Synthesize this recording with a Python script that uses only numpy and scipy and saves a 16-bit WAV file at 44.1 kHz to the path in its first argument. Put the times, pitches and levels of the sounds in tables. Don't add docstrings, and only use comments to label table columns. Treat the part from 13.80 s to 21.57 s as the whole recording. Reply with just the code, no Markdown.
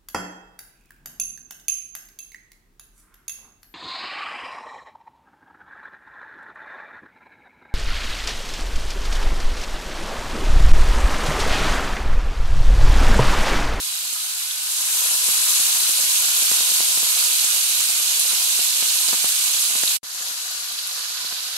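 import sys
import numpy as np
from scipy import signal
from scipy.fft import rfft, irfft, next_fast_len
from scipy.io import wavfile
from scipy.ndimage import map_coordinates

SR = 44100
rng = np.random.default_rng(int(sys.argv[2]) if len(sys.argv) > 2 else 0)


def generate_wav(signal):
    frames = np.transpose(np.atleast_2d(signal))
    scaled = np.clip(frames, -1, 1) * 32767
    pcm = np.round(scaled).astype(np.int16)
    wavfile.write(sys.argv[1], SR, pcm)


N = 342651
TIME = np.arange(N) / SR

# (time [s], level [dB])
BOIL_LEVEL = [(0.0, -25), (0.78, -25.0), (0.96, -21), (1.17, -19), (1.55, -18), (1.8, -16.5), (2.1, -17.5),
              (2.62, -17.0), (3.3, -18.0), (4.15, -18.5), (5.3, -18.5), (6.16, -19.5), (6.235, -36),
              (6.3, -33), (6.41, -28.5), (6.8, -28.5), (7.05, -27.5), (7.77, -27)]
# (time [s], gain [dB])
SPLICE_DIP = [(6.1655, 0), (6.167, -12), (6.18, -19), (6.183, -44), (6.205, -68), (6.222, -52), (6.23, -34),
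              (6.2318, 0)]
RESUME_S = SPLICE_DIP[-2][0]

LAID_S, LOWERING_S = .75, 0.36
DRYING_S = 1.5
FULL_BOIL_DB = -18
BUBBLING_DB, CRACKLE_DB, FIZZ_DB = -22, -6, -1.42
BUBBLING_FOLLOWS = 0.67
GURGLE_DB, TRAPPED_DB = -15, 8
WET_BUBBLING_DB, WET_CRACKLE_DB, WET_FIZZ_DB = 1.7, -1.64, 0.56
SETTLED_BUBBLING_DB, SETTLED_CRACKLE_DB, SETTLED_FIZZ_DB = 3.5, -1.2, -1.5
FIZZ_FADE_DB_PER_S = -2.6
POP_BRIGHT_HZ, POP_BRIGHTENS_HZ_PER_DB = 2030, 45
STRONG_POP_DB = -12
SPITS_PER_S, SPIT_OVER_BOIL_DB, SPIT_SPREAD_DB = 6, 10.5, 1.5
SPIT_LOW_HZ, SPIT_HIGH_HZ = 3600, 11400
SPIT_LEAN_DB, SPIT_SCATTER_DB = -1, 4
RIGHT_LAG = .0041
TOP_HZ = 15800


def amp(db):
    return 10 ** (np.asarray(db) / 20)


def unit(x):
    return x / np.sqrt(np.mean(x ** 2) + 1e-20)


def along(points, hz):
    f, v = np.transpose(points)
    return np.interp(np.log(hz + 1), np.log(f + 1), v)


def curves(rows):
    s, *cols = np.transpose(rows)
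    return [np.interp(TIME, s, c) for c in cols]


def wobble(rate):
    knots = rng.standard_normal(int(N * rate / SR) + 4)
    return map_coordinates(knots, [TIME * rate])


def filtered(x, response):
    m = next_fast_len(N + SR // 2)
    hz = np.fft.rfftfreq(m, 1 / SR)
    return irfft(rfft(x, m) * response(hz), m)[..., :N]


def sides(balance_db):
    g = amp(np.array([balance_db, -balance_db]) / 2)
    return g / np.sqrt(np.mean(g ** 2, axis=0))


def add(track, s, sound):
    part = track[:, max(round(s * SR), 0):][:, :sound.shape[1]]
    part += sound[:, :part.shape[1]]


def sizzle():
    # (frequency [Hz], gain [dB])
    deep_colour = [(25, -50), (70, -22.5), (160, -20.5), (330, -10), (430, -6.5), (520, 0), (760, -0.5),
                   (900, -1.5), (1200, -4.5), (2500, -40)]
    large_colour = [(150, -44), (450, -31), (700, -3), (1000, -2), (1500, 6.5), (2000, 3), (2600, 1.5),
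                    (4500, -45)]
    medium_colour = [(900, -53), (1900, -18.5), (2400, -8), (2850, -4), (3300, -4.5), (3900, -1),
                     (4500, -1), (5400, -4.5), (6500, -17), (9000, -40)]
    small_colour = [(3000, -60), (5200, -9.5), (6300, -2), (7400, -2), (8600, -0.5), (9700, -4),
                    (10600, -3), (11600, 0.3), (12150, -2), (12850, -22), (14200, -10.5), (15700, -12.5)]
    # (time [s], left-right [dB])
    camera_lean = [(0, 0.6), (1.8, 1.8), (3.6, -.5), (6.15, -.5), (6.4, 3.5), (6.75, 3.5), (7.3, 0.5)]
    # (frequency [Hz], gain [dB])
    settled_colour = [(500, -2), (1300, 1), (2600, 2), (3900, 5), (4700, 6), (6500, 5.5), (8600, 0.5),
                      (10800, 3), (12000, 3.5), (14500, -0.5)]

    gurgle_db, bubbling_db, crackle_db, fizz_db = bubble_levels()
    flurry = 0.25 * wobble(14) + 0.26 * wobble(90)
    deep = bursts(rate=1200, low_hz=199, high_hz=1216, cycles=0.24,
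                  spread_db=6.0, scatter_db=5.5, width_ms=0.12, size=200)
    large = bursts(rate=3200, low_hz=600, high_hz=2730, cycles=0.19,
                   spread_db=6.0, scatter_db=2.5, width_ms=0.14, size=128)
    medium = bursts(rate=6000, low_hz=1860, high_hz=6640, cycles=0.56,
                    spread_db=4.0, scatter_db=1, width_ms=0.259, size=128)
    small = bursts(rate=7500, low_hz=4840, high_hz=15830, cycles=0.97,
                   spread_db=2.0, scatter_db=4, width_ms=0.2567, size=80)
    gurgle = amp(gurgle_db + flurry) * from_pan(deep, deep_colour, room_db=-6.0)
    bubbling = amp(bubbling_db + flurry) * from_pan(large, large_colour, room_db=-5.5)
    crackle_level = amp(crackle_db + flurry + 0.13 * wobble(30))
    crackle = crackle_level * from_pan(medium, medium_colour, room_db=-7.0)
    fizz_level = amp(fizz_db + flurry + 0.23 * wobble(30))
    fizz = fizz_level * from_pan(small, small_colour, room_db=-4.0)
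    fresh = gurgle + bubbling + (crackle + fizz) * sides(curves(camera_lean)[0])
    settled = filtered(fresh, lambda hz: amp(along(settled_colour, hz)))
    return np.where(TIME < RESUME_S, fresh, settled)


def bubble_levels():
    boil_db, = curves(BOIL_LEVEL)
    since_splice = TIME - RESUME_S
    settled = since_splice > 0
    wetness = contact() * np.exp(-np.maximum(TIME - LAID_S - LOWERING_S, 0) / DRYING_S)
    large_boil_db = FULL_BOIL_DB + BUBBLING_FOLLOWS * (boil_db - FULL_BOIL_DB)
    bubbling_db = large_boil_db + BUBBLING_DB + WET_BUBBLING_DB * wetness + settled * SETTLED_BUBBLING_DB
    gurgle_db = bubbling_db + GURGLE_DB + TRAPPED_DB * contact()
    crackle_db = boil_db + CRACKLE_DB + WET_CRACKLE_DB * wetness + settled * SETTLED_CRACKLE_DB
    settled_fizz_db = settled * (SETTLED_FIZZ_DB + FIZZ_FADE_DB_PER_S * since_splice)
    fizz_db = boil_db + FIZZ_DB + WET_FIZZ_DB * wetness + settled_fizz_db
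    return gurgle_db, bubbling_db, crackle_db, fizz_db


def contact():
    return np.clip((TIME - LAID_S) / LOWERING_S, 0, 1)


def bursts(rate, low_hz, high_hz, cycles, spread_db, scatter_db, width_ms, size):
    count = int(rate * N / SR)
    when, pitch = rng.random((2, count, 1))
    strength, life, place, side = rng.standard_normal((4, count, 1))
    hz = low_hz + (high_hz - low_hz) * pitch
    decay = cycles * np.exp(life / 2) / hz
    gain = amp(spread_db * np.minimum(strength, 2.7)) / np.sqrt(decay)
    ports = []
    for sign, port_gain in zip((1, -1), sides(scatter_db * side)):
        start = when * N + sign * place * width_ms * SR / 2000
        index = np.ceil(start).astype(int) + np.arange(size)
        t = ((index - start) / SR).astype(np.float32)
        age = t / decay.astype(np.float32)
        ring = age * np.exp(-age) * np.sin((2 * np.pi * hz).astype(np.float32) * t)
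        slots = np.clip(index, 0, N).ravel()
        ports.append(np.bincount(slots, (gain * port_gain * ring).ravel(), N + 1)[:N])
    return unit(np.array(ports))


def from_pan(x, spectrum, room_db):
    # (frequency [Hz], left-right [dB])
    port_balance = [(150, -3), (450, 0.5), (1100, 1.5), (2000, -1.5), (2500, -3), (3300, -3.5),
                    (4200, -5.5), (5500, -3.5), (7500, -1), (9000, -3), (10300, 1), (12000, -0.5),
                    (15000, -1.5)]
    heard = x + amp(room_db) * kitchen(x)
    return unit(filtered(
        heard, lambda hz: amp(along(spectrum, hz)) * pan_ring(hz) * sides(along(port_balance, hz))))


def pan_ring(hz):
    # (centre [Hz], width [Hz], level [dB])
    pan_modes = [(546, 30, -12), (763, 40, -4.5), (1011, 55, 3), (1124, 160, -1.5), (1445, 360, -8),
                 (3980, 230, -15)]
    return 1 + sum(amp(db) * 1j * hz * w / (c * c - hz * hz + 1j * hz * w) for c, w, db in pan_modes)


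def pops(low_hz=150, level_db=-8, snap_db=-5, snap_s=.0004, snap_low_hz=900, snap_high_hz=3000, room_db=-12):
    # (time [s], level before trim [dB], left-right [dB])
    steam_pockets = [(0.326, -32, -16), (1.487, -19, 15), (1.7986, -22, 5), (2.093, -19, 19),
                     (2.1999, -28, -14), (2.2358, -24, -16), (2.621, -20.5, 2), (2.7121, -11, -15),
                     (2.807, -20, 4), (2.9189, -21, 16), (3.0013, -13.5, -26), (3.1743, -17, 26),
                     (3.2268, -18, -17), (3.643, -22, 1), (4.087, -25, -20), (4.5321, -22.5, 24),
                     (4.7926, -18.5, 22), (5.026, -17.5, 23), (5.2863, -19.5, 3), (5.3274, -10.5, -6),
                     (5.3406, -16, 8), (5.444, -11.5, 15), (5.905, -25, -11), (5.9538, -16.5, 1),
                     (6.0315, -12, -28), (6.2313, -27, 18), (6.4105, -36, 16), (6.5113, -32, 15),
                     (6.922, -35, 13), (7.448, -26.5, 17), (7.5252, -25, 20)]
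    track, t = np.zeros((2, N)), np.arange(SR // 40) / SR
    film = signal.butter(2, [snap_low_hz, snap_high_hz], "bandpass", fs=SR, output="sos")
    for s, db, balance_db in steam_pockets:
        bright_hz = max(POP_BRIGHT_HZ + POP_BRIGHTENS_HZ_PER_DB * (db - STRONG_POP_DB), low_hz)
        push = np.exp(-2 * np.pi * bright_hz * t)
        snap = signal.sosfilt(film, np.exp(-t / snap_s) * rng.standard_normal((2, len(t))))
        gain = -2 * np.pi * amp(db + level_db) * sides(balance_db)[:, None]
        add(track, s, gain * (push + amp(snap_db) * snap))
    muffle = signal.butter(2, [low_hz, 6000], "bandpass", fs=SR, output="sos")
    track = signal.sosfilt(muffle, track)
    return track + amp(room_db) * kitchen(filtered(track, pan_ring))


def spits(level_db=-2.5, cycles=2.8, room_db=-8):
    # (time [s], level before trim [dB], pitch [Hz])
    loud_droplets = [(.326, -6, 6900), (.333, -5, 8600), (.7101, -9.5, 3530), (1.7988, 0, 11200),
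                     (2.6207, 1, 7600), (2.7118, 2, 8500), (3.6446, 3, 7400), (4.396, 3.5, 11000),
                     (5.2859, -2, 4740), (5.521, 1, 8600), (5.7327, -4, 6200), (6.032, -2, 7100),
                     (6.0765, 0, 3900), (6.423, -8, 6900), (6.989, -5.5, 4470), (7.0718, -4, 11200),
                     (7.4624, -9, 4100), (7.5248, -11, 4300)]
    track, t = np.zeros((2, N)), np.arange(SR // 100) / SR
    for s, db, hz in list(loud_droplets) + droplets():
        balance_db = SPIT_LEAN_DB + SPIT_SCATTER_DB * rng.standard_normal()
        ring = np.exp(-t * hz / cycles) * np.sin(2 * np.pi * (hz * t + rng.random((2, 1))))
        crack = .35 * np.exp(-t / .0005) * rng.standard_normal((2, len(t)))
        add(track, s, amp(db + level_db) * sides(balance_db)[:, None] * (ring + crack))
    colour = [(300, -25), (1800, -10), (3000, 0), (12000, 0), (13000, -13)]  # (frequency [Hz], gain [dB])
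    track = filtered(track, lambda hz: amp(along(colour, hz)))
    return track + amp(room_db) * kitchen(track)


def droplets():
    when, pitch = rng.random((int(SPITS_PER_S * N / SR), 2)).T
    boil_db = curves(BOIL_LEVEL)[0][(when * N).astype(int)]
    db = boil_db + SPIT_OVER_BOIL_DB + SPIT_SPREAD_DB * rng.standard_normal(len(when))
    hz = SPIT_LOW_HZ * (SPIT_HIGH_HZ / SPIT_LOW_HZ) ** pitch
    return list(zip(when * N / SR, db, hz))


def blips(level_db=-19):
    pockets = bursts(rate=13, low_hz=200, high_hz=900, cycles=.12,
                     spread_db=2.5, scatter_db=2, width_ms=.1, size=256)
    colour = [(25, -26), (110, 6), (220, -5), (900, -1), (2500, -2)]  # (frequency [Hz], gain [dB])
    gurgle_db = bubble_levels()[0]
    return amp(gurgle_db + level_db) * from_pan(pockets, colour, room_db=-6)


def kitchen(x, count=26):
    # (frequency [Hz], time to fall 60 dB [s])
    room_decay = [(200, 0.12), (2000, 0.39), (12000, 0.2)]
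    wet = np.zeros((2, N))
    for part in np.array_split(np.arange(N), count):
        hz, t, z = signal.stft(rng.standard_normal((2, SR // 5)), SR, nperseg=256)
        fade = amp(-60 * t / along(room_decay, hz)[:, None])
        tail = signal.istft(z * fade, SR, nperseg=256)[1]
        tail = np.pad(tail, ((0, 0), (SR // 400, 0)))
        add(wet, part[0] / SR, signal.fftconvolve(x[:, part], tail / np.linalg.norm(tail[0]), axes=1))
    return wet


def room_tone(level_db=-75.0, uneven_db=10):
    # (frequency [Hz], gain [dB])
    colour = [(20, -22), (45, -13), (70, 1.5), (125, -7), (220, 2), (400, -24), (4000, -42)]
    air = unit(filtered(rng.standard_normal((2, N)), lambda hz: amp(along(colour, hz))))
    return amp(level_db + uneven_db * np.tanh(wobble(25))) * air


def scene():
    return sizzle() + pops() + blips() + spits() + room_tone()


def record(dry):
    left, right = dry * amp(curves(SPLICE_DIP)[0])
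    late = np.array([left, np.roll(right, round(RIGHT_LAG * SR))])
    rounded = late / (1 + (late / .88) ** 8) ** (1 / 8)
    return filtered(rounded, lambda hz: np.clip((TOP_HZ - hz) / 100, 0, 1))


dry = scene()
out = record(dry)
generate_wav(out)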